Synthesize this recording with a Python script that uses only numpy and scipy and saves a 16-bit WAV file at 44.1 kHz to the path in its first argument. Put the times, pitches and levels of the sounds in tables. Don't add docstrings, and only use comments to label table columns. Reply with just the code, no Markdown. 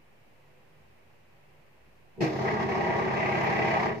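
import sys
import numpy as np
from scipy import signal
from scipy.fft import rfft, irfft
from scipy.io import wavfile
from scipy.ndimage import uniform_filter1d

SR = 44100
rng = np.random.default_rng(int(sys.argv[2]) if len(sys.argv) > 2 else 0)


def put_to_file(sound):
    columns = np.atleast_2d(sound).T
    safe = np.clip(columns, -1, 1)
    whole_steps = np.round(safe * 32767)
    wavfile.write(sys.argv[1], SR, whole_steps.astype(np.int16))


N = 176400
BIN_HZ = np.arange(N // 2 + 1) * SR / N
SHAFT_HZ, CYCLE_TURNS = 50, 3
START_S, CLUNK_S, STOP_S, RUN_DOWN_S = 2.152, 2.204, 3.897, 0.11


def undb(db):
    return 10 ** (np.asarray(db) / 20)


def unit(x):
    return x / np.sqrt(np.mean(x ** 2))


def wander(rate):
    k = int(SR / rate)
    steps = np.repeat(rng.standard_normal(N // k + 1), k)
    return unit(uniform_filter1d(uniform_filter1d(steps, k), k)[:N])


def spectrum(points):
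    hz, db = np.array(points).T
    return np.interp(np.log(BIN_HZ + 1), np.log(hz), db)


def colour(x, db):
    cepstrum = irfft(np.log(undb(db)), N)
    cepstrum[1:N // 2] *= 2
    cepstrum[N // 2 + 1:] = 0
    return irfft(rfft(x) * np.exp(rfft(cepstrum)), N)


def stereo(mid, side):
    return np.array([mid + side, mid - side]) / np.sqrt(np.mean(mid ** 2))


def pan(x, left_db):
    return x * undb(np.array([[left_db], [-left_db]]) / 2)


def from_right(x, lag_s=.00045):
    return np.array([np.roll(x[0], round(lag_s * SR)), x[1]])


def clicks(rate, spread_db):
    size = rng.choice([-1, 1], N) * undb(spread_db * np.clip(rng.standard_normal(N), -2, 2))
    return unit((rng.random(N) < rate / SR) * size)


# f/Hz, relative level/dB
AIR_TONE = [(25, -18), (41, -12), (53, -10), (61, -1.5), (75, -18.5), (96, -5), (121, -7), (151, 2),
            (176, -10.5), (214, -7.5), (275, -14), (385, -7.5), (430, -12), (520, -10), (850, -13.5),
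            (1100, -16.5), (1400, -20.5), (1800, -17.5), (2600, -18), (3000, -23.5), (3400, -29),
            (5000, -32.5), (7500, -38), (11000, -38.5), (15500, -37.5)]
# f/Hz, side level against the middle/dB
AIR_WIDTH = [(60, -14.5), (150, -5.5), (380, -2), (700, -0.5), (1300, 0), (15000, 0)]
def room_noise(level_db=-62.5):
    mid, side = rng.standard_normal((2, N))
    tone = spectrum(AIR_TONE)
    air = stereo(colour(mid, tone), colour(side, tone + spectrum(AIR_WIDTH)))
    return air * undb(level_db + 0.25 * wander(10))


# f/Hz, level/dB
HUM_NOTES = [(58, -77), (97, -73.5), (149, -81), (387, -86), (479, -81.5)]
def hum(t):
    out = 0
    for hz, db in HUM_NOTES:
        gain = np.sqrt(2) * undb(db) * (1 + 0.2 * wander(8.66))
        out += gain * np.sin(2 * np.pi * hz * t + 0.68 * np.pi * wander(9.6))
    return out


def whine(t, peak_s=0.59, spread_s=0.15, hz=498, fall_hz_per_s=103, level_db=-70):
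    age = t - peak_s
    phase = 2 * np.pi * (hz * age - fall_hz_per_s * age ** 2 / 2) + .5 * wander(27.3)
    return undb(level_db + 2 * wander(38)) * np.exp(-.5 * (age / spread_s) ** 2) * np.sin(phase)


def run_down(t):
    return np.exp(-np.maximum(t - STOP_S, 0) / RUN_DOWN_S)


# vibrations per three-turn cycle, level/dB
DRONE_NOTES = [(4, -65.5), (5, -52), (6, -50.5), (7, -51.5), (8, -41.5), (9, -55.5), (10, -49.5), (11, -45),
               (13, -42), (23, -48.5), (39, -49.5), (43, -49), (48, -50), (57, -49)]
def drone(t, rise_s=0.25, thump_at_s=2.243, thump_top_hz=140):
    out = 0
    for k, db in DRONE_NOTES:
        hz = round(k) * SHAFT_HZ / CYCLE_TURNS
        offset = rng.random() * (hz > thump_top_hz)
        phase = 2 * np.pi * (hz * (t - thump_at_s) + offset) + 0.25 * k / 8 * wander(5.1)
        out += np.sqrt(2) * undb(db + 0.6 * wander(9)) * np.sin(phase)
    fade_in = np.clip((t - START_S) / rise_s, 0, 1)
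    return pan(out * fade_in * run_down(t), left_db=-3.5)


def room_echo(t, fade_s=0.17, echo_db=-1.5):
    tails = rng.standard_normal((2, N)) * undb(-60 * t / fade_s)
    tails /= np.linalg.norm(tails, axis=1, keepdims=True)
    paths = (t == 0) + undb(echo_db) * tails[0], tails[1]
    smooth = lambda x: uniform_filter1d(x, size=100)
    mid, side = rfft([colour(p, -10 * np.log10(smooth(np.abs(rfft(p)) ** 2))) for p in paths])
    return np.array([mid, side - mid * smooth((side * mid.conj()).real)])


# f/Hz, width/Hz, middle boost/dB, side boost/dB
CABINET_PEAKS = [(157, 50, 1, 2), (269, 28, -1, 11.5), (369, 50, 7, 0), (425, 21, 7.5, 6),
                 (469.4, 18, 10, 2.5), (647, 24.5, 9, 4), (713, 32.5, 6, 4.5), (792.7, 49, 7.5, -3),
                 (936, 40, 7, 5), (1098, 12, 5, 14.5), (1166, 24, 7, 9.5), (1272, 59, -1, 15),
                 (1598, 45, 7, -13.5), (1734, 42, -1.5, 7.5), (1933, 62, 5, 8), (2043, 30, 8, 9),
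                 (2110, 25, -4, 5), (2202, 42, 4.5, -3), (2370, 27, 3.5, 9)]
# f/Hz, side level against the middle/dB
CABINET_WIDTH = [(60, -16.5), (150, -11), (300, 0), (700, 2.5), (1300, 3), (2300, -3.5), (4400, 1.5),
                 (15000, 4)]
def cabinet(force, tone_table, walls):
    boost = sum(np.outer([m, s], np.exp(-2 * ((BIN_HZ - hz) / width) ** 2))
                for hz, width, m, s in CABINET_PEAKS)
    mid_db, side_db = spectrum(tone_table) + boost
    mid, side = irfft(walls * rfft(force), N)
    return stereo(colour(mid, mid_db), colour(side, side_db + spectrum(CABINET_WIDTH)))


def twitch(t, chatter, at_s=2.175, top_hz=442, panel_hz=390):
    rise = np.sqrt(np.clip((t - at_s) / (CLUNK_S - at_s), 0, 1)) * (t < CLUNK_S)
    shudder = signal.sosfilt(signal.butter(5, top_hz, fs=SR, output="sos"), chatter)
    note = np.sin(2 * np.pi * panel_hz * (t - CLUNK_S))
    return rise * (undb(-11) * shudder + undb(-42) * note)


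# f/Hz, relative level/dB
CLUNK_TONE = [(30, -34), (80, -21), (140, 5.5), (250, -5), (330, -4), (600, -1.5), (900, -10.5),
              (1400, -28), (2000, -16.5), (2600, -12), (3300, -32), (5300, -28), (7000, -45), (8500, -46),
              (14000, -59), (16000, -67)]
def clunk(t, walls, rise_s=0.0042, hold_s=0.034, decay_s=0.055, level_db=-28):
    age = np.maximum(t - CLUNK_S, 0)
    blow = np.minimum(age / rise_s, 1) * np.exp(-np.maximum(age - hold_s, 0) / decay_s)
    chatter = undb(level_db) * cabinet(clicks(3300, 2), CLUNK_TONE, walls)
    return twitch(t, chatter) + blow * chatter


# f/Hz, level/dB, time to fade by 60 dB/s, pitch bend at the start/Hz
PANEL_NOTES = [(128.4, -31, 0.27, 2), (150.4, -20.5, 0.22, 12.5), (305.4, -26, 0.78, 60),
               (310, -33, 0.6, 50), (378, -26, 0.34, 13), (4280, -43.5, 0.23, -10)]
def panel_ring(t, rise_s=.02, bend_s=.04):
    age = np.maximum(t - CLUNK_S, 0)
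    slide = bend_s * (1 - np.exp(-age / bend_s))
    notes = sum(undb(db - 60 * age / fade_s) * np.sin(2 * np.pi * (hz * age + bend * slide))
                for hz, db, fade_s, bend in PANEL_NOTES)
    return notes * np.minimum(age / rise_s, 1)


def bursts(t, between, peak_s=2.213, spread_s=0.007):
    gap = CYCLE_TURNS / SHAFT_HZ / 2
    from_peak = (t - peak_s + gap / 2) % gap - gap / 2
    return between + (1 - between) * np.exp(-.5 * (from_peak / spread_s) ** 2)


def impeller_blows(repeat_gain=0.81):
    pattern = rfft(clicks(900, 2.9)[:round(CYCLE_TURNS / SHAFT_HZ * SR)])
    pattern /= np.abs(pattern)
    pattern[[round(k) for k, _ in DRONE_NOTES]] = 0
    repeating = unit(np.resize(irfft(pattern), N)) * undb(0.5 * wander(90))
    return repeat_gain * repeating + clicks(1200, 3.7)


# f/Hz, relative level/dB
RUMBLE_TONE = [(30, -35), (80, -27.5), (135, -4), (170, -2), (205, -8), (240, -5), (285, -13), (400, -3),
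               (520, -10), (700, -12), (1200, -30), (16000, -75)]
def rumble(t, blows, walls, rise_s=.36):
    gain = undb(-34.5) * np.sqrt(np.clip((t - START_S) / rise_s, 0, 1)) * run_down(t)
    return gain * cabinet(blows * bursts(t, between=0.54), RUMBLE_TONE, walls)


# f/Hz, relative level/dB
CHURN_TONE = [(30, -43), (200, -17.5), (420, -12.5), (560, -6), (850, -4.5), (1150, -13), (1450, -24.5),
              (2200, -30), (16000, -81.5)]
def churn(t, blows, walls):
    return cabinet(blows * bursts(t, between=0.59), CHURN_TONE, walls)


# f/Hz, relative level/dB
RATTLE_TONE = [(30, -48), (900, -29.5), (1400, -15), (1620, 0.5), (2000, 3), (2550, -5.5), (2900, -9),
               (3600, -20.5), (16000, -76)]
def rattle(t, walls):
    return from_right(cabinet(clicks(3200, 3.5) * bursts(t, between=0.29), RATTLE_TONE, walls))


# f/Hz, relative level/dB
HISS_TONE = [(30, -42), (2200, -7.5), (3300, 0), (5200, 0), (6600, -7), (7600, -19), (10000, -29.5),
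             (11600, -23), (12800, -29), (13300, -19.5), (13900, -19), (15300, -34.5)]
def hiss(t, walls):
    spray = clicks(8000, 1.6) * bursts(t, between=0.49) * undb(wander(25.0))
    return from_right(cabinet(spray, HISS_TONE, walls))


# t/s, churn level/dB, rattle level/dB, hiss level/dB
PUMP_LEVELS = [(2.21, -42, -37.5, -44), (2.3, -41.5, -47.5, -56), (2.44, -39, -44.5, -54.5),
               (2.48, -33.5, -36, -55), (2.58, -35, -41, -59), (2.628, -33.5, -36.5, -52.5),
               (2.664, -41.5, -43.5, -59.5), (2.7, -36, -39, -55.5), (2.88, -32.5, -38, -56),
               (3.05, -33.5, -38, -56), (3.27, -32.5, -38.5, -53.5), (3.57, -32.5, -35.5, -53),
               (3.77, -30.5, -35.5, -51.5), (3.86, -32.5, -37, -54), (3.93, -38.5, -42.5, -63),
               (3.96, -47, -48.5, -64), (4.0, -57, -54, -64)]
def pump(t, walls, rise_s=0.023):
    blows = impeller_blows()
    out = rumble(t, blows, walls)
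    layers = churn(t, blows, walls), rattle(t, walls), hiss(t, walls)
    times, *levels = np.array(PUMP_LEVELS).T
    for layer, db in zip(layers, levels):
        out += layer * undb(np.interp(t, times, db))
    return out * np.clip((t - CLUNK_S) / rise_s, 0, 1)


# t/s, spread/s, f/Hz, level/dB
DRONE_SWELLS = [(2.41, 0.033, 133, -37.5), (2.46, 0.019, 378, -34.5), (2.545, 0.026, 425, -34),
                (2.64, 0.021, 386.3, -36.5), (2.73, 0.038, 379.5, -35.5), (2.86, 0.052, 803.5, -36.5),
                (2.885, 0.018, 374, -32.5), (2.92, 0.052, 953, -40), (3.07, 0.034, 380, -34.5),
                (3.31, 0.025, 366.7, -37.5), (3.65, 0.12, 792, -35.5), (3.68, 0.088, 644.6, -39.5),
                (3.7, 0.079, 926, -42)]
def swells(t):
    out = 0
    for at, spread, hz, db in DRONE_SWELLS:
        phase = 2 * np.pi * hz * t + 0.31 * wander(20)
        out += np.sqrt(2) * undb(db) * np.exp(-.5 * ((t - at) / spread) ** 2) * np.sin(phase)
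    return out


# t/s, f/Hz, width/Hz, level/dB, decay/s
DROPLETS = [(2.755, 5250, 402, -50, 0.017), (3.437, 12200, 2620, -59, .014)]
def droplets(t):
    out = 0
    for at, hz, width, db, decay in DROPLETS:
        band = np.exp(-2 * ((BIN_HZ - hz) / width) ** 2)
        ring = unit(irfft(rfft(rng.standard_normal((2, N))) * band, N))
        out += ring * undb(db) * (t > at) * np.exp(-np.abs(t - at) / decay)
    return out


# f/Hz, relative level/dB
RASP_TONE = [(30, -51), (1700, -23.5), (2000, 2.5), (2300, 4), (2650, 1), (3000, -10), (4000, -27.5),
             (16000, -74)]
def rasp(t, walls, from_s=3.103, to_s=3.83, fade_s=0.092, level_db=-40):
    hits = clicks(3200, 1.4) * bursts(t, between=0.27)
    fade = np.clip(np.minimum(t - from_s, to_s - t) / fade_s, 0, 1)
    return from_right(cabinet(hits, RASP_TONE, walls)) * undb(level_db) * fade


def scene():
    t = np.arange(N) / SR
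    walls = room_echo(t)
    idle = pan(room_noise() + hum(t), left_db=-.8)
    start = clunk(t, walls) + panel_ring(t)
    running = drone(t) + pump(t, walls) + rasp(t, walls) + droplets(t)
    return idle + whine(t) + start + running + swells(t)


def record(dry):
    return signal.sosfilt(signal.ellip(10, .2, 80, 15500, fs=SR, output="sos"), dry) + .001


dry = scene()
out = record(dry)
put_to_file(out)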